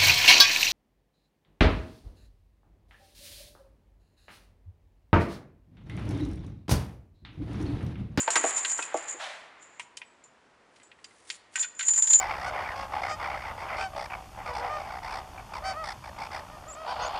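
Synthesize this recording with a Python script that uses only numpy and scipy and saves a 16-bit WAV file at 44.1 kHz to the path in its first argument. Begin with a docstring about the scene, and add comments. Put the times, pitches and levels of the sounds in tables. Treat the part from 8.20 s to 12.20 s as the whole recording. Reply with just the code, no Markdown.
"""A warehouse-like workshop, where a steel chain is fed into the jaws of large bolt cutters.
The links rattle and ring near 7 kHz, knock on the jaws and thud through the frame; something
clatters far off in the hall. The link slides and the jaws tick as it is seated, then the hand
lets go and the hanging chain jingles freely. Room tone and a distant din sit underneath."""
import sys
import numpy as np
from scipy import signal
from scipy.fft import rfft, irfft
from scipy.io import wavfile
from scipy.ndimage import uniform_filter1d

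SR = 44100
rng = np.random.default_rng(int(sys.argv[2]) if len(sys.argv) > 2 else 0)


def unload_wav(signal):
    """Save mono or channel-first audio to the path in sys.argv[1] as 16-bit WAV at rate SR, clipped to [-1, 1]."""
    wavfile.write(
        sys.argv[1],
        SR,
        np.round(np.clip(np.atleast_2d(signal).T, -1, 1) * 32767).astype(np.int16),
    )


N = 176400
TIME = np.arange(N) / SR
HIT_TIME = TIME[:SR // 2]

# EQ curves for the noise layers. Each row: frequency in Hz, gain in dB.
ROOM_TONE_EQ = [(25, -20.5), (60, -7), (120, -5.5), (350, -1), (1000, -1), (1800, -5), (4000, -16),
                (8000, -23), (11000, -32)]
DIN_EQ = [(150, -26), (400, -6), (700, -3), (1000, 2), (1500, 2), (2100, 2.5), (3000, -6), (5000, -17.5),
          (10000, -43.5)]
HALL_EQ = [(100, -17.5), (400, -20), (700, -20.5), (1100, -8.5), (2200, -20.5), (4000, -15.5),
           (7000, -25.5), (11000, -12.5)]
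CLATTER_EQ = [(150, -28), (450, -22.5), (600, 7.5), (740, 7.5), (950, 1), (2000, 3.5), (2700, -1.5),
              (3600, -0.5), (5000, -10), (7500, -12), (10000, -22)]
SLIDE_EQ = [(300, -23.5), (1800, 5), (3500, 3), (6000, 4), (8000, 5), (9700, 6), (11500, -12.5)]
TICK_EQ = [(100, -28.5), (300, -8.5), (900, -9), (1800, -1), (3000, -11.5), (4500, -5), (6000, -1.5),
           (7500, 12.5), (8700, 5.5), (10000, 0.5), (11500, -24.5)]  # link touching link in the rattle
CLINK_EQ = [(200, -20.5), (1000, -2), (2500, 3), (4000, 2.5), (6000, 4.5), (8700, 7.5), (10000, -5.5),
            (11500, -7.5)]  # attack of a single clink
# The hall's decay. Each row: frequency in Hz, t60 in seconds.
HALL_T60 = [(100, 4), (1000, 1.4), (2500, 1), (4500, 0.41), (7000, .75), (11000, 0.26)]
# Fader rides for the din, the slide and the shaking chain. Each row: time in seconds, level in dB.
DIN_RIDE = [(0, -55.5), (.12, -40), (.3, -38), (.55, -48.5), (.72, -44), (.9, -46), (1.1, -54.5),
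            (1.3, -56), (1.6, -60.5), (2.1, -87)]
SLIDE_RIDE = [(2.45, -99), (2.57, -69), (2.75, -82.5), (2.88, -69), (2.98, -65.5), (3.04, -65.5),
              (3.10, -49.5), (3.16, -52), (3.21, -88), (3.3, -83), (3.34, -55), (3.36, -54)]
HELD_RIDE = [(0, -24.5), (.02, -30.5), (.05, -38.5), (.10, -44), (.12, -29), (.15, -48.5), (.175, -22.5),
             (.225, -38), (.27, -28), (.32, -37.5), (.38, -30.5), (.44, -36), (.52, -30), (.56, -36),
             (.65, -41.5), (.72, -58.5), (.775, -42), (.81, -50), (.868, -53.5), (.898, -32), (.93, -41),
             (.95, -54.5), (1.05, -62)]
SETTLING_RIDE = [(1.37, -86), (1.425, -55.5), (1.5, -65), (1.62, -64), (1.72, -86), (1.9, -83), (2.2, -93)]
FREE_RIDE = [(3.32, -112), (3.35, -65), (3.388, -35), (3.398, -29.5), (3.415, -22.5), (3.44, -36),
             (3.48, -44.5), (3.535, -74), (3.55, -60), (3.585, -50), (3.6, -38), (3.64, -42),
             (3.664, -29.5), (3.68, -26), (3.685, -16.5), (3.705, -21.5), (3.755, -26), (3.795, -19),
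             (3.817, -34.5), (3.824, -23), (3.855, -24.5), (3.895, -27.5), (3.91, -18), (3.925, -19),
             (3.94, -17.5), (3.957, -17), (3.98, -24.5), (4.0, -23.5)]
# Resonances of the steel parts. Each row: frequency in Hz, relative level in dB.
FRAME_MODES = [(285, -9.5), (327, -9.5), (378, -10), (488, -6), (622, -4.5), (678, -0.5), (775, -4.5),
               (872, -6.5), (1138, 0)]
JAW_MODES = [(915, 1.5), (985, -2.5), (1120, -3.5), (1567, 3), (1900, 3.5), (2143, -1), (2330, -7),
             (2471, 1), (2720, -3), (2930, -7), (3090, -1.5), (3580, -13), (4100, -10.5), (4860, -9.5)]
LINK_MODES = [(6705, -20), (6772, -4), (6800, -21.5), (6915, -19), (7030, 5.5), (7048, 1), (7075, -6.5),
              (7188, -11), (7285, -3), (7334, -8), (7430, -9), (7530, -39), (7970, -33), (8060, -28.5)]
# Cues for far bumps and for a lightly brushed link. Each row: start in seconds, level in dB.
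FAR_BUMPS = [(.99, -36), (1.019, -37), (1.085, -44.5)]
LINK_BRUSHES = [(1.845, -66), (2.62, -63.5), (2.78, -79)]
# Heavy bumps on the frame. Each row: start in seconds, level in dB, low and high band edge in Hz.
FRAME_THUDS = [(.077, -31.5, 456, 1017), (.160, -33.5, 135, 788), (0.195, -47.5, 215, 417),
               (.239, -24.5, 352, 820), (.590, -46.5, 245, 624), (0.743, -25.5, 345, 912),
               (0.944, -48.5, 315, 520)]
# Steel on the jaws. Each row: start in seconds, level in dB, low and high band edge in Hz,
# contact time in seconds, ping pitch in Hz, ping level in dB against the rest of the knock.
JAW_KNOCKS = [(.077, -25, 614, 2220, 0.00097, 894, 0.5), (0.155, -23, 740, 3180, 0.0026, 1934, -2.5),
              (.162, -23, 617, 2270, 0.0019, 1266, -11), (.238, -31.5, 802, 2270, 0.002, 1600, -23),
              (0.448, -30, 1684, 3660, 0.00059, 4110, -15), (0.588, -32.5, 648, 2050, 0.0031, 1386, -6),
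              (.624, -37, 2220, 4480, 0.0011, 2540, 5), (1.596, -38.5, 1780, 3100, 0.00069, 976, -7),
              (1.7723, -43.5, 2740, 7450, 0.00052, 3035, -3.5), (1.816, -43, 1870, 2960, .001, 980, -12),
              (2.558, -61, 1800, 5900, .008, 2100, -13), (2.598, -62, 1680, 4500, 0.003, 2050, -0.5),
              (2.617, -62.5, 1600, 3000, 0.0017, 2030, -6),
              (2.715, -53.5, 1790, 3300, 0.00062, 3330, -11.5),
              (2.788, -63.5, 1800, 3300, 0.0017, 2020, -8), (2.843, -47.5, 1500, 5950, .001, 4800, -2),
              (2.907, -64, 1600, 5000, 0.0031, 2050, 4), (3.101, -34.5, 2140, 5100, 0.00062, 3080, -8.5),
              (3.3561, -31.5, 1640, 3100, 0.00073, 1543, -1), (3.375, -42, 910, 3520, 0.0023, 1530, -14),
              (3.423, -36.5, 1900, 6200, 0.023, 3510, -6.5), (3.443, -40.5, 1400, 3660, 0.0041, 1465, -1),
              (3.594, -36.5, 1440, 4200, 0.0015, 1582, -8), (3.608, -34.5, 1380, 4150, 0.0014, 1500, -5.5),
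              (3.628, -42.5, 1500, 3600, 0.0044, 1930, -3), (3.932, -33.5, 3020, 5300, 0.001, 4100, -11)]
# Single link accents. Each row: start in seconds, ring level in dB, contact level in dB.
LINK_CLINKS = [(.104, -29.5, -31), (.133, -31.5, -40.5), (.157, -31, -27.5), (0.235, -39, -52),
               (0.338, -66, -61), (0.365, -29.5, -44), (.379, -33, -37.5), (0.5, -31, -42),
               (0.515, -33, -44), (.576, -53, -46.5), (0.627, -51, -40.5), (0.742, -43, -51),
               (0.773, -43.5, -47), (0.825, -46.5, -58), (0.883, -42, -50), (0.923, -44, -62),
               (1.424, -58, -61.5), (1.596, -65, -47), (1.619, -60, -59), (1.7699, -79.5, -47.5),
               (2.039, -55.5, -64), (2.632, -62.5, -63), (2.843, -61.5, -55.5), (3.103, -45.5, -57),
               (3.3577, -33, -37), (3.394, -56, -38.5), (3.55, -51.5, -66), (3.592, -35.5, -41),
               (3.627, -34.5, -44.5), (3.684, -22, -36.5), (3.734, -42, -41), (3.823, -20, -39),
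               (3.873, -29, -36.5), (3.905, -25, -37.5), (3.932, -17, -36.5), (3.956, -22, -47)]

LINK_BAND_HZ = (5600, 9600)
HELD_CONTRAST, SETTLING_CONTRAST, FREE_CONTRAST = 0.53, 0.4, 1.1  # multiply the link modes' dB


def from_db(db):
    """Decibels to gain."""
    return 10 ** (np.asarray(db) / 20)


def rms_one(x):
    """Scale to unit power."""
    return x / np.sqrt(np.mean(x ** 2) + 1e-20)


def unit_hit(x):
    """Scale a hit to unit power over its first 20 ms."""
    return x / np.sqrt(np.mean(x[:SR // 50] ** 2) + 1e-20)


def decay(t, t60):
    """Exponential fade, 60 dB down after t60 seconds."""
    return np.exp(-np.log(1000) * t / t60)


def attack(rise_s):
    """Linear fade-in for a hit."""
    return np.minimum(HIT_TIME / rise_s, 1)


def at_hz(curve, hz):
    """Read a curve on a log-frequency axis."""
    freqs, values = np.transpose(curve)
    return np.interp(np.log(hz + 1), np.log(freqs), values)


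def fader(ride):
    """Gain over time, silent outside the ride."""
    return from_db(np.interp(TIME, *np.transpose(ride), left=-140, right=-140))


def eq(x, curve, size=4096):
    """Minimum-phase EQ: nothing rings ahead of an attack."""
    gains = from_db(at_hz(curve, np.arange(size // 2 + 1) * SR / size))
    cepstrum = irfft(np.log(gains))
    cepstrum[1:size // 2] *= 2
    cepstrum[size // 2 + 1:] = 0
    return signal.fftconvolve(x, irfft(np.exp(rfft(cepstrum))))[:len(x)]


def band(x, low_hz, high_hz):
    """Second-order band-pass."""
    return signal.sosfilt(signal.butter(2, [low_hz, high_hz], "band", fs=SR, output="sos"), x)


def add(out, start, sound):
    """Mix a sound in at its start in seconds."""
    i = int(start * SR)
    out[i:i + len(sound)] += sound[:N - i]


def crack(t60):
    """The dense, quickly dying modes of a contact: a noisy snap, then a short tail."""
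    snap = from_db(-0.5) * decay(HIT_TIME, t60=0.0083)
    return rng.standard_normal(len(HIT_TIME)) * (decay(HIT_TIME, t60) + snap)


def struck(modes, t60, detune=0, spread_db=2.5):
    """One blow on a set of modes, each with a random strength and polarity."""
    ring = 0
    for hz, db in modes:
        strength, offset, polarity = rng.standard_normal(3)
        tone = np.sin(2 * np.pi * hz * (1 + detune * offset) * HIT_TIME)
        ring += np.sign(polarity) * from_db(db + spread_db * strength) * tone
    return unit_hit(ring * decay(HIT_TIME, t60))


def ringing(touches, modes, t60):
    """Resonators fed by a train of touches, each touch with a new strength for every mode."""
    ring, radius = 0, decay(1 / SR, t60)
    for hz, db in modes:
        angle = 2 * np.pi * hz / SR
        drive = touches * rng.standard_normal(N) + 1e-18
        feedback = [1, -2 * radius * np.cos(angle), radius ** 2]
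        ring += from_db(db) * signal.lfilter([np.sin(angle)], feedback, drive)
    return rms_one(ring)


def blow(body, low_hz, high_hz, contact_s):
    """The place and hardness of a contact choose the band of the cutter that sounds."""
    return unit_hit(band(body * attack(contact_s), low_hz, high_hz))


def room_tone():
    """A steady, dark bed of air."""
    return from_db(-62) * rms_one(eq(rng.standard_normal(N), ROOM_TONE_EQ))


def far_din():
    """A diffuse midrange wash from the far end of the hall."""
    return fader(DIN_RIDE) * rms_one(eq(rng.standard_normal(N), DIN_EQ))


def hall_reverb(x, build_s=0.01):
    """A long diffuse tail that dies sooner in the treble."""
    t, tail = TIME[:2 * SR], 0
    edges_hz = np.geomspace(80, 13000, 12)
    for low, high in zip(edges_hz, edges_hz[1:]):
        centre_hz = np.sqrt(low * high)
        envelope = decay(t, at_hz(HALL_T60, centre_hz)) * (1 - np.exp(-t / build_s))
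        wash = band(rng.standard_normal(len(t)), low, high)
        tail += from_db(at_hz(HALL_EQ, centre_hz)) * wash * envelope / np.linalg.norm(envelope)
    return signal.fftconvolve(x, tail)[:N]


def far_clatter():
    """Bumps blurred by distance into soft-edged bursts of noise."""
    out = np.zeros(N)
    for start, db in FAR_BUMPS:
        blur = eq(rng.standard_normal(len(HIT_TIME)), CLATTER_EQ) * decay(HIT_TIME, t60=0.6)
        add(out, start, from_db(db) * unit_hit(blur) * attack(rise_s=0.02))
    return out


def singing_link(pitch_hz=7800, width_hz=90):
    """A loose link, lightly brushed: its narrow resonance rings on, faint and wavering."""
    out = np.zeros(N)
    for start, db in LINK_BRUSHES:
        narrow_noise = band(rng.standard_normal(SR), pitch_hz - width_hz / 2, pitch_hz + width_hz / 2)
        tone = rms_one(narrow_noise[-len(HIT_TIME):])
        add(out, start, from_db(db) * tone * decay(HIT_TIME, t60=0.44) * attack(rise_s=0.021))
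    return out


def sliding_link(grain_db=3):
    """Fine, grainy friction of the link in the jaws."""
    grain = from_db(grain_db * rms_one(uniform_filter1d(rng.standard_normal(N), size=80)))
    return fader(SLIDE_RIDE) * rms_one(eq(grain * rng.standard_normal(N), SLIDE_EQ))


def frame_thuds():
    """Heavy bumps shake the low modes of the cutter's frame."""
    out = np.zeros(N)
    for start, db, low_hz, high_hz in FRAME_THUDS:
        body = struck(FRAME_MODES, t60=0.12) + from_db(9.5) * unit_hit(crack(t60=0.027))
        add(out, start, from_db(db) * blow(body, low_hz, high_hz, contact_s=0.002))
    return out


def jaw_knocks():
    """Steel hits the jaws: a hard crack, a short ring and one ping on top."""
    out = np.zeros(N)
    for start, db, low_hz, high_hz, contact_s, ping_hz, ping_db in JAW_KNOCKS:
        centre_hz = np.sqrt(low_hz * high_hz)
        sustain = (centre_hz / 2000) ** -0.41  # higher knocks die sooner
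        ring = struck(JAW_MODES, t60=0.071 * sustain)
        contact = from_db(11) * unit_hit(crack(t60=0.066 * sustain))
        knock = blow(ring + contact, low_hz, high_hz, contact_s)
        ping_envelope = attack(contact_s) * decay(HIT_TIME, t60=0.063 * sustain)
        ping = unit_hit(np.sin(2 * np.pi * ping_hz * HIT_TIME) * ping_envelope)
        add(out, start, from_db(db) * unit_hit(knock + from_db(ping_db) * ping))
    return out


def link_modes(contrast):
    """The links' resonances; more contrast lets the strongest stand out as pitches."""
    return [(hz, db * contrast) for hz, db in LINK_MODES]


def clinks():
    """Single link-on-link hits: a bright crack and a ring, purer once the chain hangs free."""
    out = np.zeros(N)
    release_s = FREE_RIDE[0][0]
    for start, ring_db, contact_db in LINK_CLINKS:
        modes = link_modes(FREE_CONTRAST if start > release_s else HELD_CONTRAST)
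        ring = band(struck(modes, t60=0.19, detune=0.003), *LINK_BAND_HZ)
        contact = unit_hit(eq(crack(t60=0.1), CLINK_EQ))
        add(out, start, from_db(ring_db) * ring + from_db(contact_db) * contact)
    return out


def rattle(ride, contrast, ring_t60, contact_db, touches_per_s=330, spread_db=3):
    """Links touch at random; every touch ticks, feeds their ringing and shakes the cutter."""
    onsets = rng.random(N) < touches_per_s / SR
    touches = onsets * from_db(spread_db * np.minimum(rng.standard_normal(N), 2))
    ring = band(ringing(touches, link_modes(contrast), ring_t60), *LINK_BAND_HZ)
    ring_power = np.abs(uniform_filter1d(ring ** 2, size=600))
    ring /= np.sqrt(ring_power + 1e-6)  # flatten the ring so the ride shapes its dynamics
    tick_envelope = signal.lfilter([1], [1, -decay(1 / SR, t60=0.022)], touches + 1e-18)
    ticks = rms_one(eq(tick_envelope * rng.standard_normal(N), TICK_EQ))
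    jaws = ringing(touches, JAW_MODES, t60=0.078)
    frame = ringing(touches, FRAME_MODES, t60=0.078)
    cutter = jaws + from_db(-13.5) * frame
    contact = ticks + from_db(-10) * cutter
    return fader(ride) * (ring + from_db(contact_db) * contact)


def chain():
    """A tight rattle in the hand, a faint settling, then an open jingle, with clinks as accents."""
    held = rattle(HELD_RIDE, HELD_CONTRAST, ring_t60=0.08, contact_db=-7.5)
    settling = rattle(SETTLING_RIDE, SETTLING_CONTRAST, ring_t60=0.076, contact_db=-16.5)
    free = rattle(FREE_RIDE, FREE_CONTRAST, ring_t60=0.18, contact_db=-16)
    return held + settling + free + clinks()


def scene():
    """Chain and cutter up front, the hall around them, in mono."""
    sources = chain() + singing_link() + jaw_knocks() + frame_thuds() + sliding_link() + far_clatter()
    bed = far_din() + room_tone()
    return (sources + hall_reverb(sources) + bed)[None]


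def record(dry):
    """A steep high cut, 70 dB down from 12.6 kHz up."""
    return signal.sosfilt(signal.cheby2(12, 70, 12600, fs=SR, output="sos"), dry)


dry = scene()
out = record(dry)
unload_wav(out)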